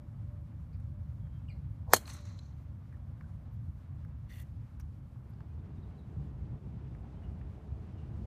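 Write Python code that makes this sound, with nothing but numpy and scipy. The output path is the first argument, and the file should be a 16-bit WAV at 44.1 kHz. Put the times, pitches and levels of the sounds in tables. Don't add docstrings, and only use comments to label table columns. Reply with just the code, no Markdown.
import sys
import numpy as np
from scipy import signal
from scipy.fft import rfft, irfft
from scipy.io import wavfile

SR = 44100
rng = np.random.default_rng(int(sys.argv[2]) if len(sys.argv) > 2 else 0)


def gain_from_decibels(decibels):
    exponent = np.asarray(decibels, float) / 20
    return 10 ** exponent


def materialize(psi):
    bounded = np.clip(np.atleast_2d(psi).T, -1, 1)
    quanta = np.round(bounded * 32767).astype(np.int16)
    wavfile.write(sys.argv[1], SR, quanta)


N = 364266

# t/s, rumble level/dB
GUSTS = [(0.0, -48.5), (0.09, -43.5), (1.93, -41.5), (1.98, -50), (2.09, -44.5), (2.78, -45), (3.63, -41),
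         (3.86, -48.5), (3.91, -40.5), (5.36, -46.5), (6.56, -39.5), (6.6, -52), (6.67, -39), (6.81, -43),
         (7.45, -43), (7.55, -45.5), (8.24, -40), (8.26, -48.5)]
# t/s, share of the green/0-1
GREEN_SHARE = [
    (0, 0),
    (5.15, 0.04),
    (5.8, 0.73),
    (8.26, 0.98),
]
# f/Hz, density/dB per Hz
TEE_RUMBLE = [(13, -66), (22, -36), (27, -27), (45, -8), (60, -1), (76, 1), (115, -1), (156, -6.5),
              (179, -16), (232, -21), (330, -35.5), (430, -63), (730, -120)]
# f/Hz, density/dB per Hz
GREEN_RUMBLE = [(13, -65), (22, -35), (27, -31.5), (29, -21), (34, -14), (44, -8.5), (70, 2), (107, -5.5),
                (143, -5), (257, -22), (330, -23.5), (430, -51.5), (730, -120)]
# f/Hz, density/dB per Hz
TEE_AIR = [(120, -25.5), (200, -3), (334, -14.5), (387, -24.5), (529, -19), (659, -22.5), (1100, -24),
           (2050, -34.5), (2250, -34), (2470, -37.5), (7680, -49.5), (14300, -50), (16000, -60)]
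# f/Hz, density/dB per Hz
GREEN_AIR = [(120, -31.5), (200, 1), (259, -10), (373, -10), (401, -11), (432, -8.5), (465, -15.5),
             (763, -17.5), (1770, -30.5), (2910, -36.5), (4120, -42), (13800, -57), (16000, -71)]
# t/s, peak level/dB
HUM_SWELLS = [(.02, -71), (.32, -66.5), (.96, -69.5), (1.26, -76), (1.5, -81), (1.69, -82), (2.216, -69),
              (2.39, -76.5), (2.68, -82), (2.96, -77.5), (3.14, -80), (3.28, -79.5), (3.4, -79)]
# t/s, peak level/dB, body f/Hz, brightness/dB, t60/s
KNOCKS = [(0.799, -60, 1160, -10.5, 0.03), (1.269, -58, 1210, -24, 0.03), (2.855, -60, 1060, -22.5, 0.03),
          (2.926, -55, 1297, -22.5, 0.03), (2.97, -56.5, 1130, -23, 0.03), (3.209, -45, 1330, -33, 0.019),
          (4.048, -51.5, 1200, -20, 0.017), (4.797, -51, 1030, -10, 0.051), (5.405, -47, 1040, -30, 0.0086),
          (6.948, -52.5, 1480, -26, 0.035), (7.412, -52.5, 1620, -29.5, 0.028)]
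# t/s, length/s, f/Hz, level/dB
RUSTLES = [(.72, .05, 4500, -80), (.72, .05, 2300, -78), (2.9, .08, 1800, -74), (3.207, .008, 4750, -77),
           (3.215, .06, 1500, -71), (3.51, .05, 13000, -82), (4.35, .055, 2800, -69),
           (4.796, .014, 2400, -67), (4.8, .018, 5900, -67), (4.795, .016, 13500, -70),
           (5.29, .025, 12000, -82), (5.332, .01, 4700, -78), (5.332, .008, 3400, -79),
           (5.403, .006, 2700, -70), (5.404, .005, 4600, -75), (5.403, .008, 700, -62)]
# t/s, length/s, start f/Hz, end f/Hz, level/dB
WHISTLES = [(1.165, 0.15, 3450, 3140, -88), (1.31, .09, 3250, 3130, -84.5), (1.393, 0.017, 2700, 2500, -81),
            (1.48, 0.018, 2940, 2750, -66.5), (1.488, 0.015, 8450, 7500, -82),
            (1.491, 0.041, 2420, 1990, -70.5), (1.493, 0.023, 5100, 4230, -73),
            (1.506, 0.026, 4190, 4120, -75), (1.489, .022, 2576, 2290, -65),
            (5.502, 0.029, 2430, 2530, -86.5), (5.591, 0.017, 3750, 3400, -85.5),
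            (5.765, .03, 3870, 3520, -82), (5.819, 0.03, 4000, 3660, -81.5), (5.86, .03, 3970, 4050, -85),
            (5.97, 0.046, 4150, 3700, -78.5), (7.164, 0.028, 3060, 3120, -80),
            (7.226, 0.029, 3054, 2790, -74), (7.93, .015, 5100, 5000, -84), (7.969, 0.036, 3050, 2700, -75)]
# low f/Hz, high f/Hz, level at full speed/dB, power of speed, gain reached over the last 15 ms/dB
SWING_BANDS = [
    (450, 1050, -47.5, 1.2, 1.5),
    (280, 2000, -52, 4.0, 12.5),
    (3400, 7600, -52, 4.6, 15.0),
    (8000, 15300, -63, 3.5, -3.0),
]
# lead before the ball/s, level/dB
LEAD_IN = (0.0023, -30.5)
# f/Hz, level from the ball/dB, level from the tee/dB, t60/s
HEAD_MODES = [(3250, -48, -39, .12), (3800, -22, -44, .012), (4220, -29, -37, .07), (4335, -35, -38, .1),
              (5010, -22, -44, .015), (6300, -30, -26, .035), (6525, -31, -30, .055), (6790, -31, -29, .06),
              (7165, -22, -31, .025), (8170, -36, -33, .03), (8890, -34, -38, .07), (10930, -31, -36, .05),
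              (12660, -24, -31, .014), (14740, -32, -31, .015)]
# f/Hz, density/dB per Hz
TURF = [(120, -32.5), (200, -1), (2650, -16), (3190, -7), (3560, -18), (4270, -5), (4770, -19), (6400, -10),
        (14900, -17), (16000, -26.5)]
# t/s, dull level/dB, bright over dull/dB, fall/dB per s
WASH = [
    (1.939, -24, -2, 850),
    (1.964, -37, 1, 560),
    (2.004, -55.5, -6.5, 110),
]
# f/Hz, density/dB per Hz
RETURN_COLOUR = [(350, -27), (600, 0.5), (634, -10), (1140, -2.5), (1800, -10.5), (1960, -8.5), (3210, -17),
                 (4220, -7), (4840, -18), (6200, -5), (6830, -12), (13600, -28), (15400, -30.5),
                 (16000, -46)]
# t/s, depth/s, thump level/dB, ring over thump/dB
STANDS = [
    (2.08, 0.11, -57.5, -4),
    (2.205, 0.0079, -63.5, -5),
    (2.257, 0.12, -66, -2.5),
    (2.41, 0.07, -75.5, 1),
    (2.58, .05, -77, -11),
]
STAND_FALLS = 800, 164, 600
# t/s, peak level/dB, ring f/Hz, crack/dB, thump/dB
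WALLS = [
    (2.056, -48, 4200, -15, -7),
    (2.0778, -46, 4350, -16, 2.5),
    (2.0994, -43, 4300, -14, -2),
    (2.253, -61, 4100, 8.5, -7),
    (2.307, -67, 4300, -8, 10),
    (2.39, -45, 4050, -10, -13),
    (2.455, -63, 4300, -15, -15),
]
# t/s, hold/s, level/dB, sag/dB per s, release/dB per s
SLIDE = [
    (4.298, 0.12, -62.5, 6, 600.5),
    (4.298, .127, -72.5, -55, 1000),
]
# f/Hz, width/Hz, level/dB
TUBE_MODES = [
    (1970, 200, 2),
    (2800, 250, -6),
    (3500, 300, -9),
    (4400, 400, -12),
    (5900, 300, -15),
]
# f/Hz, density/dB per Hz
GLOVE = [(2940, -35), (5000, -10.5), (5990, -4), (6350, -1.5), (14500, 3), (15500, -2), (16000, -26)]

STRIKE_S = 1.93518


def rms_one(x):
    return x / np.sqrt(np.mean(x ** 2) + 1e-20)


def in_time(rows):
    s, *columns = np.transpose(rows)
    return [np.interp(np.arange(N) / SR, s, c) for c in columns]


def coloured(spectrum, count=N):
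    hz, db = np.transpose(spectrum)
    grid = np.fft.rfftfreq(count, 1 / SR) + 1
    gain = gain_from_decibels(np.interp(np.log(grid), np.log(hz), db, -120, -120))
    return rms_one(irfft(rfft(rng.standard_normal(count)) * gain, count))


def band(x, low_hz, high_hz):
    return signal.sosfilt(signal.butter(2, [low_hz, high_hz], "band", fs=SR, output="sos"), x)


def steep(x, low_hz, high_hz):
    return signal.sosfilt(signal.butter(5, [low_hz, high_hz], "band", fs=SR, output="sos"), x)


def drift(rate):
    r = np.exp(-80 * np.pi * rate / SR)
    slow = signal.lfilter([1], [1, -2 * r, r * r], rng.standard_normal(N // 40 + 2002))
    slow = slow[2000:]
    return np.interp(np.arange(N) / 40, np.arange(len(slow)), rms_one(slow))


def patchy(x, patchy_db, rate=9.0):
    edges = 100 * 2.0 ** np.arange(8)
    lows = [signal.sosfiltfilt(signal.butter(2, hz, fs=SR, output="sos"), x) for hz in edges[1:]]
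    octaves = np.diff([0 * x, *lows, x], axis=0)
    return sum(gain_from_decibels(patchy_db * drift(rate)) * octave for octave in octaves)


def ring(clicks, hz, t60):
    r, w = gain_from_decibels(-60 / (t60 * SR)), 2 * np.pi * hz / SR
    return signal.lfilter([0, np.sin(w)], [1, -2 * r * np.cos(w), r * r], clicks + 1e-18)


def swell(s, peak_db, rise, fall, hold=0, sag=0):
    t = np.arange(N) / SR - s
    return peak_db + rise * np.minimum(t, 0) - sag * np.clip(t, 0, hold) - fall * np.maximum(t - hold, 0)


def loudest(swells):
    return np.max(swells, axis=0)


def add(out, x, s):
    i = round(s * SR)
    out[i:i + len(x)] += x[:N - i]


def air():
    tee_db, green_db, green_swell_db_per_s = -70.5, -63.5, 0.9
    wind_db, = in_time(GUSTS)
    green = np.clip(in_time(GREEN_SHARE)[0], 0, 1)
    tee_gain, green_gain = np.sqrt(1 - green), np.sqrt(green)
    lumps = tee_gain * coloured(TEE_RUMBLE) + green_gain * coloured(GREEN_RUMBLE)
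    tee, putting = coloured(TEE_AIR), coloured(GREEN_AIR)
    tee = tee / np.std(steep(tee, 350, 1200))
    putting = putting / np.std(steep(putting, 350, 1200))
    green_db = green_db + green_swell_db_per_s * (np.arange(N) / SR - GREEN_SHARE[2][0])
    wash = gain_from_decibels(tee_db) * tee_gain * tee + gain_from_decibels(green_db) * green_gain * putting
    wind = gain_from_decibels(wind_db + 0.49 * drift(5.8) + 0.91 * drift(5.5)) * lumps
    return wind + patchy(wash, patchy_db=1.6)


def hum():
    level_db = loudest([swell(s, db, rise=110, fall=90) for s, db in HUM_SWELLS])
    hz = 586 + 5.0 * drift(6.8)
    return gain_from_decibels(level_db + 4.0) * np.sin(2 * np.pi * np.cumsum(hz) / SR)


def rustles():
    out, t = np.zeros(N), np.arange(round(.08 * SR)) / SR
    for s, length, hz, level_db in RUSTLES:
        soft = np.sin(np.pi * np.clip(t / length, 0, 1))
        puff = rms_one(band(rng.standard_normal(len(t)), .92 * hz, 1.09 * hz))
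        add(out, gain_from_decibels(level_db) * soft * puff, s)
    return out


def knocks():
    click_db, below_oct, above_oct = 19.5, .4, 0.74
    out, t = np.zeros(N), np.arange(round(.08 * SR)) / SR
    puffs = rng.standard_normal((len(KNOCKS), 2, len(t)))
    for (s, peak_db, hz, bright_db, t60), (dull, bright) in zip(KNOCKS, puffs):
        fall = gain_from_decibels(-60 * t / t60) * np.minimum(t / .0015, 1)
        contact = dull * fall + gain_from_decibels(click_db) * (t == t[30])
        body = steep(contact, hz * 2 ** -below_oct, hz * 2 ** above_oct)
        scrape = band(bright * fall, 3000, 13000)
        body = body / np.max(np.abs(body))
        scrape = scrape / np.max(np.abs(scrape))
        add(out, gain_from_decibels(peak_db - 1.0) * (body + gain_from_decibels(bright_db + 4.5) * scrape), s)
    return out


def birds():
    octave_db = -29
    out, hoarse = np.zeros(N), gain_from_decibels(4.0 * drift(250.0))
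    for s, length, start_hz, end_hz, level_db in WHISTLES:
        u = np.linspace(0, 1, round(length * SR))
        hz = start_hz + (end_hz - start_hz) * u ** 0.83
        turn = 2 * np.pi * np.cumsum(hz) / SR
        tone = np.sin(turn) + gain_from_decibels(octave_db) * np.sin(2 * turn)
        add(out, gain_from_decibels(level_db + 3.5) * np.sin(np.pi * u) * tone, s)
    t = np.arange(round(.15 * SR)) / SR
    echoes = rng.standard_normal(len(t)) * np.exp(-t / 0.046)
    return hoarse * out + gain_from_decibels(-33.0) * signal.fftconvolve(out, echoes)[:N]


def swing():
    downswing_s, final_s = .08, 0.015
    ahead = STRIKE_S - np.arange(N) / SR
    speed = np.clip(1 - ahead / downswing_s, 0, 1)
    final = np.clip(1 - ahead / final_s, 0, 1)
    out = np.zeros(N)
    for low_hz, high_hz, top_db, power, final_db in SWING_BANDS:
        level = speed ** power * gain_from_decibels(top_db + final_db * final + 1100 * np.minimum(ahead, 0))
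        out += level * rms_one(steep(rng.standard_normal(N), low_hz, high_hz))
    lead_s, lead_in_db = LEAD_IN
    lead_in = rms_one(steep(rng.standard_normal(SR // 10), 5100, 7600))[-round(lead_s * SR):]
    add(out, gain_from_decibels(lead_in_db) * lead_in, STRIKE_S - lead_s)
    return out


def blow():
    tee_knock_s = .0058
    t = np.arange(round(.2 * SR)) / SR
    click = 1.0 * (t == 0)
    late = np.maximum(t - .00009, 0)
    hz = 350 + 1850 * np.exp(-late / .0007)
    shape = (1 - np.exp(-late / .00019)) ** 2 * np.exp(-late / .001)
    thump = gain_from_decibels(4.6) * shape * np.sin(2 * np.pi * np.cumsum(hz * (late > 0)) / SR)
    crack = -gain_from_decibels(4.5) * band(click, 4300, 15000)
    hiss = band(rng.standard_normal(len(t)), 2700, 15800)
    snap = gain_from_decibels(-14.0) * np.exp(-t / .0005) + gain_from_decibels(-18.0) * np.exp(-t / .002)
    tee_snap = gain_from_decibels(-22.0) * np.exp(-np.maximum(t - tee_knock_s, 0) / 0.0023) * (t > tee_knock_s)
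    head = 0
    for mode_hz, ball_db, tee_db, t60 in HEAD_MODES:
        clicks = np.zeros(len(t))
        clicks[[0, round(tee_knock_s * SR)]] = gain_from_decibels(ball_db), gain_from_decibels(tee_db)
        head = head + ring(clicks, mode_hz, t60)
    thud = gain_from_decibels(-17.5) * ring(click, 345, 0.019)
    shell = gain_from_decibels(-14.0) * ring(1.0 * (t == t[7]), 1790, .012)
    direct = crack + thump + thud + shell + (snap + tee_snap) * hiss - head
    return signal.lfilter(*signal.iirnotch(2800, 2.2, fs=SR), direct)


def strike():
    rise, extra_fall = 1300, 120
    turf = gain_from_decibels(1.4 * drift(120.0)) * coloured(TURF) * (np.arange(N) > STRIKE_S * SR)
    dull_db = loudest([swell(s, db, rise, fall) for s, db, _, fall in WASH])
    bright_db = loudest([swell(s, db + over_db, rise, fall + extra_fall) for s, db, over_db, fall in WASH])
    out = gain_from_decibels(dull_db) * steep(turf, 200, 2550) + gain_from_decibels(bright_db) * steep(turf, 2850, 15800)
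    out *= gain_from_decibels(2.5)
    add(out, blow(), STRIKE_S)
    return out


def trees():
    rise, sag = 600.5, 37.5
    crack_db, crack_loss_db_per_s = 5.0, 59
    smear = patchy(coloured(RETURN_COLOUR), 3.5, 40.0)
    thump_fall, ring_fall, crack_fall = STAND_FALLS
    thump_db = loudest([swell(s, db, rise, thump_fall, depth, sag) for s, depth, db, _ in STANDS])
    ring_db = loudest([swell(s, db + over_db, rise, ring_fall, depth, sag) for s, depth, db, over_db in STANDS])
    top_db = loudest([swell(s, db, rise, crack_fall, depth, sag) for s, depth, db, _ in STANDS])
    top_db = top_db + crack_db - crack_loss_db_per_s * np.abs(np.arange(N) / SR - STRIKE_S)
    out = gain_from_decibels(thump_db) * rms_one(steep(smear, 600, 3000))
    out += gain_from_decibels(ring_db) * rms_one(steep(smear, 3000, 7500))
    out += gain_from_decibels(top_db) * rms_one(steep(smear, 7500, 15500))
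    hanging = rms_one(ring(rng.standard_normal(N), 4080, 0.0091))
    return out + gain_from_decibels(ring_db - 6.5 + 5.0 * drift(25.0)) * hanging


def walls():
    out, t = np.zeros(N), np.arange(round(.06 * SR)) / SR
    puffs = rng.standard_normal((len(WALLS), len(t))) * np.exp(-t / 0.0029)
    for (s, peak_db, hz, crack_db, thump_db), puff in zip(WALLS, puffs):
        head = rms_one(ring(puff, hz, 0.015))
        crack = gain_from_decibels(crack_db) * rms_one(band(puff, 5300, 7000))
        thump = gain_from_decibels(thump_db) * rms_one(band(puff, 1000, 3300))
        add(out, gain_from_decibels(peak_db - 3.0) * (head + crack + thump) / np.max(np.abs(head)), s)
    return out


def slide():
    tube_db, rub_db = [swell(s, db, 1400.5, fall, hold, sag) for s, hold, db, sag, fall in SLIDE]
    size = gain_from_decibels(2.8 * np.minimum(rng.exponential(1, N), 3))
    slips = rng.random(N) < 1200 / SR
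    grains = size * slips * rng.choice([-1, 1], N)
    rub = gain_from_decibels(3.3 * drift(200.0)) * coloured(GLOVE)
    rub = rub + gain_from_decibels(-8.5) * rms_one(band(grains, 5000, 15500))
    tube = np.zeros(N)
    for hz, width_hz, db in TUBE_MODES:
        mode = ring(grains * rng.uniform(-1.14, 1, N), hz, 3.4 / width_hz)
        tube += gain_from_decibels(db + 2.0 * drift(60.0)) * rms_one(mode)
    tube += gain_from_decibels(-11.0) * rms_one(band(rng.standard_normal(N), 1500, 5500))
    return gain_from_decibels(tube_db) * rms_one(tube) + gain_from_decibels(rub_db) * rms_one(rub)


def scene():
    setting = air() + hum() + rustles() + knocks() + birds()
    shot = swing() + strike() + trees() + walls()
    return (setting + shot + slide())[None]


def roll_off(x):
    return signal.sosfilt(signal.butter(12, 16480, fs=SR, output="sos"), x)


def record(dry):
    low = signal.sosfilt(signal.butter(2, 42, "high", fs=SR, output="sos"), dry)
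    rounded = 1.3 * np.tanh(low / 1.3)
    cut = signal.sosfilt(signal.cheby2(12, 70, 16400, fs=SR, output="sos"), rounded)
    cut[:, -200:] *= np.linspace(1, 0, 200)
    return roll_off(cut)


dry = scene()
out = record(dry)
materialize(out)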